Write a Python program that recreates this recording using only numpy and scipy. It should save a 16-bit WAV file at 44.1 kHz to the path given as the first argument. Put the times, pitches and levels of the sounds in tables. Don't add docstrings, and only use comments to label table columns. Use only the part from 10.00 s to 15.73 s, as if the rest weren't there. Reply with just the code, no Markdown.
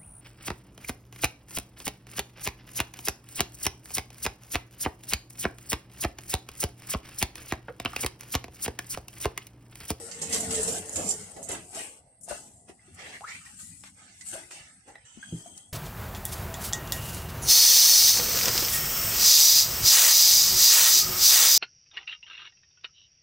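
import sys
import numpy as np
from scipy import signal
from scipy.io import wavfile
from scipy.ndimage import uniform_filter1d

SR = 44100
rng = np.random.default_rng(int(sys.argv[2]) if len(sys.argv) > 2 else 0)


def waveform_to_disk(signal):
    frames = np.transpose(np.atleast_2d(signal))
    scaled = np.clip(frames, -1, 1) * 32767
    samples = np.round(scaled).astype(np.int16)
    wavfile.write(sys.argv[1], SR, samples)


N = 252604

# frequency in Hz, density in dB per Hz.
ROOM_COLOUR = [(12, -49), (35, -4), (130, 1.5), (170, -15), (290, -120)]
BURNER_COLOUR = [(600, -30), (770, 6), (920, -24.5), (1800, -17), (2000, 3), (2250, -28), (7000, -36),
                 (7700, -0.5), (8400, 14.5), (9000, -7.5), (9500, -27), (10000, 9), (10400, -35.5),
                 (11500, -75)]
DEEP_COLOUR = [(50, -53.5), (86, 4), (124, -14.5), (173, 2.5), (227, -3.5), (270, -2), (360, -21),
               (470, -36), (790, -120)]
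UPPER_COLOUR = [(240, -4), (320, 2.5), (450, 0.5), (560, 2), (720, 4), (860, -2.5), (1000, -10),
                (1300, -17), (2400, -100)]
FIZZ_COLOUR = [(470, -60), (800, 2), (987, -7.5), (1250, 0), (2040, 3.5), (2290, 0), (2750, 1),
               (3910, -5.5), (6500, -4.5), (8450, -56)]
STEAM_COLOUR = [(1760, -37), (3000, -10.5), (3500, -14), (4340, -8.5), (6130, -1), (7700, 7.5), (8520, 6.5),
                (13700, -19), (14600, -16.5)]
# frequency in Hz, left-right correlation (0-1).
LIKENESS = [(60, 0.985), (130, .98), (290, 0.88), (640, 0.5), (1400, 0.05), (14900, 0.03)]
# frequency in Hz, left over right in dB.
TILT = [(300, 1), (1500, -0.5), (5500, -2.5), (7300, -11.5), (8700, 2.5), (12000, 1.5)]
# time in seconds, level in dB.
HUM = [(0, -47), (.13, -60.5), (.36, -39.5), (.48, -44), (.56, -36), (.62, -35), (.64, -53), (.74, -47.5),
       (.92, -54), (1.0, -51), (1.25, -55)]
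# time in seconds, centre in Hz, level in dB.
WHISTLE = [(5.05, 2990, -58.5), (5.192, 3090, -63), (5.212, 3230, -54), (5.6, 3160, -59),
           (5.728, 3400, -69)]
# multiple of the centre, relative level in dB.
WHISTLE_BANDS = [(1, -4.5), (2, -5.5), (2.5, -2)]
# frequency in Hz, relative level in dB, t60 in seconds.
THUD_MODES = [(120.5, 0.5, 0.2), (167, 7.5, 0.12), (211, 3, 0.11), (298, -2, 0.13), (405, -7, 0.1)]
# time in seconds, pitch in Hz, level in dB.
SQUEAK = [(3.206, 720, -78), (3.209, 727, -42.5), (3.23, 890, -51), (3.247, 1290, -34), (3.26, 1560, -56),
          (3.28, 1925, -42.5), (3.305, 2060, -46), (3.32, 2152, -41), (3.335, 2244, -48),
          (3.389, 2437, -39)]
# time in seconds, level in dB.
SPUTTER = [(2.97, -81), (2.99, -48), (3.035, -56), (3.068, -40.5), (3.085, -68), (3.139, -46.5),
           (3.168, -38), (3.19, -72)]
# start in seconds, level in dB, left over right in dB.
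TICKS = [(3.2086, -34, 1.5), (3.839, -31, 3), (4.5125, -31, 6), (4.9553, -38, 2)]
# start in seconds, level in dB, pitch in Hz, t60 in seconds, left over right in dB.
PLOPS = [(.676, -20, 433, 0.083, -1), (1.361, -34, 337, 0.045, -6), (1.493, -28, 480, 0.03, -8),
         (1.768, -29, 635, 0.057, -5), (2.278, -31, 640, 0.017, 8.5), (2.284, -26, 717, 0.015, 1),
         (2.305, -26, 669, 0.034, 3), (2.309, -20.5, 564, 0.041, 8), (2.307, -30.5, 1450, 0.035, 12),
         (2.316, -27, 795, 0.026, 3), (2.342, -29.5, 610, 0.016, -7), (2.352, -33, 619, 0.026, -2),
         (2.694, -31, 363, 0.037, 4.5), (2.699, -48, 2020, 0.026, 5), (2.791, -46.5, 2020, 0.031, 0),
         (2.878, -41.5, 347, 0.06, 1), (3.462, -36, 1845, 0.028, 4), (4.207, -41, 1937, 0.052, -17),
         (4.341, -29, 533, 0.043, 2), (4.351, -28.5, 618, 0.047, -2), (4.374, -37, 596, 0.031, 2),
         (4.427, -43.5, 1940, 0.072, 8), (4.881, -36.5, 760, 0.043, 3), (4.899, -36, 797, 0.035, 0),
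         (4.9552, -27.5, 1904, 0.015, -3), (4.9555, -34, 696, 0.012, 2), (4.957, -44, 3890, 0.024, 0),
         (5.172, -31.5, 234, 0.023, 5.5), (5.226, -25.5, 1558, 0.037, -2.5), (5.457, -33.5, 684, 0.043, 6)]
# time in seconds, level in dB.
DEEP = [(0, -54.5), (.16, -55), (.24, -45), (.71, -41), (.88, -54.5), (1.0, -44), (1.34, -61), (1.53, -51),
        (1.75, -63.5), (2.17, -72.5), (2.24, -62), (2.83, -66.5), (2.91, -56.5), (3.25, -65.5), (3.36, -58),
        (4.3, -63.5), (4.81, -66), (5.1, -76), (5.17, -58), (5.73, -64)]
# time in seconds, then steam, fizz and upper rumble levels in dB.
SIMMER = [(0, -46, -59.5, -51), (.2, -49.5, -53, -58), (.45, -40.5, -48.5, -44), (.92, -47, -56.5, -49),
          (1.2, -46, -54.5, -55.5), (1.45, -59.5, -72.5, -62), (1.7, -52, -68, -59.5),
          (1.986, -58, -82, -60), (2.015, -69, -76.5, -65.5), (2.179, -85, -77, -71),
          (2.4, -51.5, -98, -56.5), (2.66, -64, -107, -69), (2.81, -64.5, -67.5, -70),
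          (3.2, -56.5, -66.5, -77), (3.55, -55, -68, -76.5), (3.92, -88, -93, -79.5),
          (4.2, -55.5, -104, -76), (4.72, -65.5, -79, -89), (5.04, -76, -66, -86), (5.3, -59, -63.5, -72),
          (5.73, -79, -90, -70)]
# crest in seconds, rise in seconds, hold in seconds, fall in dB per second,
# steam, fizz and upper rumble levels in dB, left over right of the steam in dB.
SURGES = [(0.218, 0.0083, .005, 192, -40, -54, -40.5, -8.5),
          (0.339, 0.14, 0.0065, 138, -30, -36.5, -37.5, 5),
          (0.517, 0.078, 0.27, 600, -36, -47.5, -42.5, 3.5), (0.99, 0.15, 0.0056, 91, -43, -48.5, -38.5, 2),
          (1.102, 0.51, 0.004, 223, -33, -52, -49, 2.5), (1.365, 0.015, 0.0042, 116, -50, -57, -46.5, 6),
          (1.498, 0.062, 0.054, 228, -51, -43.5, -41.5, 5), (1.76, 0.13, 0.041, 135, -40, -45, -49, 10.5),
          (2.301, 0.068, 0.0027, 133, -41, -44, -52.5, 7), (2.689, 0.044, 0.0074, 385, -56, -57, -53, 8),
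          (2.996, 0.12, .16, 264, -58, -51, -54.5, 6.5), (3.286, 0.083, .01, 112, -55, -47, -86, -10),
          (3.454, 0.037, .005, 134, -57.5, -55.5, -75, 16), (3.597, 0.1, 0.0088, 50, -45.5, -60, -91, 11),
          (3.836, 0.0055, 0.039, 456, -71.5, -52, -81, 36), (3.988, 0.16, 0.13, 60, -62.5, -59, -69, -1),
          (4.267, 0.089, 0.045, 91, -43.5, -56.5, -90, 9), (4.333, 0.033, 0.0057, 123, -63, -46, -47, 3),
          (4.509, 0.015, 0.052, 80.5, -53, -50, -60, 0), (4.884, 0.083, 0.0053, 180, -56.5, -57, -51.5, 6),
          (5.052, 0.008, 0.05, 60, -63.5, -66, -75, -7), (5.382, 0.56, 0.0046, 38, -52, -64, -59.5, 9.5),
          (5.57, 0.07, 0.0076, 212, -54.5, -65, -90.5, 11)]
# start in seconds, nominal noise peak in dB, t60 in seconds,
# left over right in dB, lower hiss over upper hiss in dB.
SPITS = [(.113, -34, 0.21, 0, 15.5), (0.215, -23.5, 0.26, 1, 7), (0.2927, -26, 0.15, -2, -10),
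         (0.326, -18.5, 0.35, 2.5, 12.5), (0.4035, -16, 0.07, -2, -11), (0.506, -19, 0.18, 2, 7),
         (0.542, -25.5, 0.49, 2, 11), (0.629, -15, 0.11, 7, -15), (0.676, -18, 0.31, -1, 2.5),
         (.894, -19, 0.022, -5, -13), (0.9266, -24.5, 0.35, 4, -13), (0.957, -17.5, 0.16, 2, 6),
         (1.0875, -14, 0.099, 0, -9), (1.106, -19.5, 0.13, -1, 4), (1.4283, -26, 0.22, -4, -7),
         (1.487, -21.5, 0.16, 6, -12), (1.515, -20.5, 0.21, 1.5, -14), (1.747, -22, 0.046, 7.5, 3),
         (2.209, -39, 0.25, 13, -18), (2.2336, -34, 0.2, 9, -15), (2.285, -30.5, 0.2, 13, 0),
         (2.945, -35, 0.057, 11, -21), (4.2093, -37, 0.097, -0.5, 14.5), (4.2857, -26, 0.062, 3, 3),
         (4.335, -28.5, 0.16, 13, -5), (4.508, -37.5, 0.35, 9, 4), (5.477, -37, .04, 3, 2),
         (5.576, -28.5, 0.037, 5, 4)]

ROOM_DB, BURNER_DB = -66, -64
HUM_HZ, HUM_SAG_HZ_PER_S = 471, 41
THUD_S, THUD_PEAK_DB = 5.3245, -26
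SPUTTER_HZ = 1980
CLEAN_HZ, BROKEN_HZ, CLEAN_SHARE, BROKEN_SHARE = 1810, 1993, 0.36, 1
SWELL_SHARE = 0.1
RISE_DB = 51.5
SIMMER_PAN_DB = 8.5
DEEP_SURGE_DB = -16.5
SPIT_FIZZ_DB = -20.5
LOW_CUT_HZ, EDGE_HZ = 40, 14450
SUPPRESS_SHARE, DEPTH_DB = 0.43, -4.5


def gain_of(db):
    return 10 ** (np.asarray(db) / 20)


def evened(x):
    return x / np.sqrt(np.mean(x ** 2) + 1e-20)


def read(points, hz):
    f, value = np.transpose(points)
    return np.interp(np.log(hz + 1), np.log(f + 1), value)


def curves(rows):
    s, *columns = np.transpose(rows)
    return [np.interp(np.arange(N) / SR, s, c) for c in columns]


def panned(db):
    return gain_of(np.array([db / 2, -db / 2]))


def add(mix, s, sound):
    part = mix[:, round(s * SR):][:, :sound.shape[1]]
    part += sound[:, :part.shape[1]]


def smooth_noise(shape, width_s):
    return evened(uniform_filter1d(rng.standard_normal(shape), round(width_s * SR)))


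def wash(colour, size, patchy_db, streaky_db, crackle_db, per_s):
    strengths = gain_of(3.5 * np.minimum(rng.exponential(1, (2, N)), 2.2))
    grains = strengths * (rng.random((2, N)) < per_s / SR)
    raw = rng.standard_normal((2, N)) * (1 + gain_of(crackle_db) * evened(grains))
    hz, t, (a, b) = signal.stft(raw, SR, nperseg=size, noverlap=size * 3 // 4)
    same = read(LIKENESS, hz)[:, None]
    z = np.array([a, same * a + np.sqrt(1 - same ** 2) * b])
    z *= panned(read(TILT, hz))[:, :, None]

    cells, thin = rng.standard_normal((len(t), len(hz), 2)).T
    patches = uniform_filter1d(cells, size // 64, axis=0)
    patches = evened(uniform_filter1d(patches, 8192 // size, axis=1))
    streaks = uniform_filter1d(thin, size // 400, axis=0)
    streaks = evened(uniform_filter1d(streaks, 24576 // size, axis=1))
    streaks = np.minimum(streaks, 1.1)
    patch_db = patchy_db * np.tanh(patches / 2) * 2
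    z *= gain_of(read(colour, hz)[:, None] + patch_db + streaky_db * streaks)
    out = signal.istft(z, SR, nperseg=size, noverlap=size * 3 // 4)[1][:, :N]
    return out / np.sqrt(np.mean(out.mean(0) ** 2))


def tone(rows, waver_hz, flutter_db, grain_s):
    hz, db = curves(rows)
    waver, flutter = smooth_noise(N, grain_s), smooth_noise(N, grain_s)
    t = np.arange(N) / SR
    fade_in = np.clip((t - rows[0][0]) / 0.0047, 0, 1)
    fade_out = np.clip((rows[-1][0] - t) / 0.038, 0, 1)
    turns = np.cumsum(hz + waver_hz * waver) / SR
    level = gain_of(db + flutter_db * flutter)
    return np.sqrt(2) * fade_in * fade_out * level * np.sin(2 * np.pi * turns)


def room_air():
    return gain_of(ROOM_DB) * wash(ROOM_COLOUR, size=2048, patchy_db=2.5, streaky_db=0.5,
                                   crackle_db=-1, per_s=170)


def burner():
    return gain_of(BURNER_DB) * wash(BURNER_COLOUR, size=1024, patchy_db=1.5, streaky_db=4,
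                                     crackle_db=-12, per_s=1500)


def kitchen(x, t60=0.17):
    t = np.arange(SR // 3) / SR
    signs = rng.choice([-1., 1.], (2, len(t)))
    present = (rng.random((2, len(t))) < .05) * (t > .004)
    taps = signs * present * gain_of(-60 * t / t60)
    return signal.fftconvolve(x, taps / np.linalg.norm(taps[0]), axes=1)[:, :N]


def hum():
    path = [(s, HUM_HZ - HUM_SAG_HZ_PER_S * s, db) for s, db in HUM]
    return tone(path, waver_hz=9.3, flutter_db=3.5, grain_s=0.025)


def whistle():
    bands = [[(s, k * hz, db + rel_db) for s, hz, db in WHISTLE] for k, rel_db in WHISTLE_BANDS]
    return np.array([sum(tone(rows, waver_hz=85.6, flutter_db=4.5, grain_s=0.005) for rows in bands)
                     for side in "LR"])


def thud():
    out, t = np.zeros((2, N)), np.arange(SR // 3) / SR
    ring = sum(gain_of(db - 60 * t / t60) * np.sin(2 * np.pi * hz * t) for hz, db, t60 in THUD_MODES)
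    soft = ring * (1 - np.exp(-(t / 0.0018) ** 2))
    add(out, THUD_S, gain_of(THUD_PEAK_DB) * np.array([soft, soft]) / abs(soft).max())
    return out


def squeak(rows, chop_s=.0018):
    note = tone(rows, waver_hz=15, flutter_db=.8, grain_s=.004)
    broken = np.interp(curves(rows)[0], [CLEAN_HZ, BROKEN_HZ], [CLEAN_SHARE, BROKEN_SHARE])
    return note * (np.sqrt(1 - broken ** 2) + broken * smooth_noise((2, N), chop_s))


def sputter():
    return squeak([(s, SPUTTER_HZ, db) for s, db in SPUTTER])


def ticks(width_s=.00009):
    out, u = np.zeros((2, N)), np.arange(200) / SR / width_s
    pulse = u * (2 - u) * np.exp(-u) * 2
    for s, db, pan_db in TICKS:
        add(out, s, panned(pan_db)[:, None] * gain_of(db) * pulse)
    return out


def plops(rise_per_s=4.4, splash_db=-9, splash_s=0.00086):
    out, t = np.zeros((2, N)), np.arange(SR // 5) / SR
    splashes = smooth_noise((len(PLOPS), 2, len(t)), splash_s)
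    for (s, db, hz, t60, pan_db), splash in zip(PLOPS, splashes):
        swell = 1 - np.exp(-(t / (SWELL_SHARE * t60)) ** 2)
        shape = gain_of(db - 60 * t / t60) * swell
        ring = np.sin(2 * np.pi * hz * (t + rise_per_s * t ** 2 / 2))
        add(out, s, panned(pan_db)[:, None] * shape * (1 + gain_of(splash_db) * splash) * ring)
    return out


def surges():
    t = np.arange(N // 32 + 2) * 32 / SR
    s, *quiet = np.transpose(SIMMER)
    hiss, froth, upper = (gain_of(np.interp(t, s, db)) ** 2 for db in quiet)
    hiss = hiss * panned(SIMMER_PAN_DB)[:, None] ** 2
    for crest, rise, hold, fall, hiss_db, fizz_db, upper_db, pan_db in SURGES:
        climb_db = -RISE_DB * np.maximum(crest - t, 0) / rise
        fall_db = -fall * np.maximum(t - crest - hold, 0)
        power = gain_of(climb_db + fall_db) ** 2
        hiss = hiss + power * (gain_of(hiss_db) * panned(pan_db)[:, None]) ** 2
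        froth = froth + power * gain_of(fizz_db) ** 2
        upper = upper + power * gain_of(upper_db) ** 2
    left, right, froth, upper = (np.interp(np.arange(N) / SR, t, np.sqrt(v))
                                 for v in (*hiss, froth, upper))
    return np.array([left, right]), froth, upper


def spits(crest_db=12):
    (hiss, low), t = np.zeros((2, 2, N)), np.arange(SR // 3) / SR
    for s, peak_db, t60, pan_db, low_db in SPITS:
        rms_db = peak_db - crest_db
        shape = gain_of(rms_db - 60 * t / t60) * (1 - np.exp(-t / 0.001))
        burst = panned(pan_db)[:, None] * shape
        add(hiss, s, burst)
        add(low, s, gain_of(low_db) * burst)
    return hiss, low, gain_of(SPIT_FIZZ_DB) * low


def boil(surge, spat):
    deep = wash(DEEP_COLOUR, size=2048, patchy_db=2.5, streaky_db=3, crackle_db=-13, per_s=200)
    upper = wash(UPPER_COLOUR, size=1024, patchy_db=2, streaky_db=4.5, crackle_db=-11, per_s=230)
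    upper_level = np.sqrt(surge ** 2 + (gain_of(-31) * spat.mean(0)) ** 2)
    deep_level = np.sqrt(gain_of(curves(DEEP)[0]) ** 2 + (gain_of(DEEP_SURGE_DB) * surge) ** 2)
    return deep_level * deep + upper_level * upper


def fizz(surge, spat):
    level = np.sqrt(surge ** 2 + spat ** 2)
    return level * wash(FIZZ_COLOUR, size=1024, patchy_db=2.5, streaky_db=7, crackle_db=-8, per_s=1200)


def steam(surge, spat, spat_low):
    level = np.sqrt(surge ** 2 + spat ** 2)
    low_level = np.sqrt(surge ** 2 + spat_low ** 2)
    hiss = wash(STEAM_COLOUR, size=512, patchy_db=2.2, streaky_db=4.6, crackle_db=-5, per_s=1500)
    top = signal.sosfiltfilt(signal.butter(6, 10300, "high", fs=SR, output="sos"), hiss)
    low = signal.sosfiltfilt(signal.butter(4, 6000, fs=SR, output="sos"), hiss)
    strength = level.mean(0) / gain_of(-59)
    cut_top = top / (1 + strength ** 2)
    return level * (hiss - low - cut_top) + low_level * low


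def scene():
    background = room_air() + burner() + hum() + whistle()
    blow = thud()
    near = squeak(SQUEAK) + sputter() + ticks() + plops()
    echoes = gain_of(-5) * kitchen(near) + gain_of(-0.5) * kitchen(blow).mean(0)
    jet, bubbling, rumble = surges()
    spit_hiss, spit_low, spit_froth = spits()
    broth = boil(rumble, spit_froth) + fizz(bubbling, spit_froth) + steam(jet, spit_hiss, spit_low)
    return background + blow + near + echoes + broth


def record(dry):
    dry = signal.sosfilt(signal.butter(4, LOW_CUT_HZ, "high", fs=SR, output="sos"), dry)
    z = signal.stft(dry, SR, nperseg=1024)[2]
    power = uniform_filter1d(abs(z) ** 2, size=3, axis=2)
    power = uniform_filter1d(power, size=3, axis=1) + 1e-20
    quiet = np.percentile(power, 20, axis=2, keepdims=True)
    kept = np.maximum(1 - SUPPRESS_SHARE * quiet / power, gain_of(DEPTH_DB) ** 2)
    dry = signal.istft(z * np.sqrt(kept), SR, nperseg=1024)[1][:, :N]
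    band_limit = signal.firwin(511, EDGE_HZ, window=("kaiser", 9), fs=SR)
    return signal.oaconvolve(dry, band_limit[None], "same")


dry = scene()
out = record(dry)
waveform_to_disk(out)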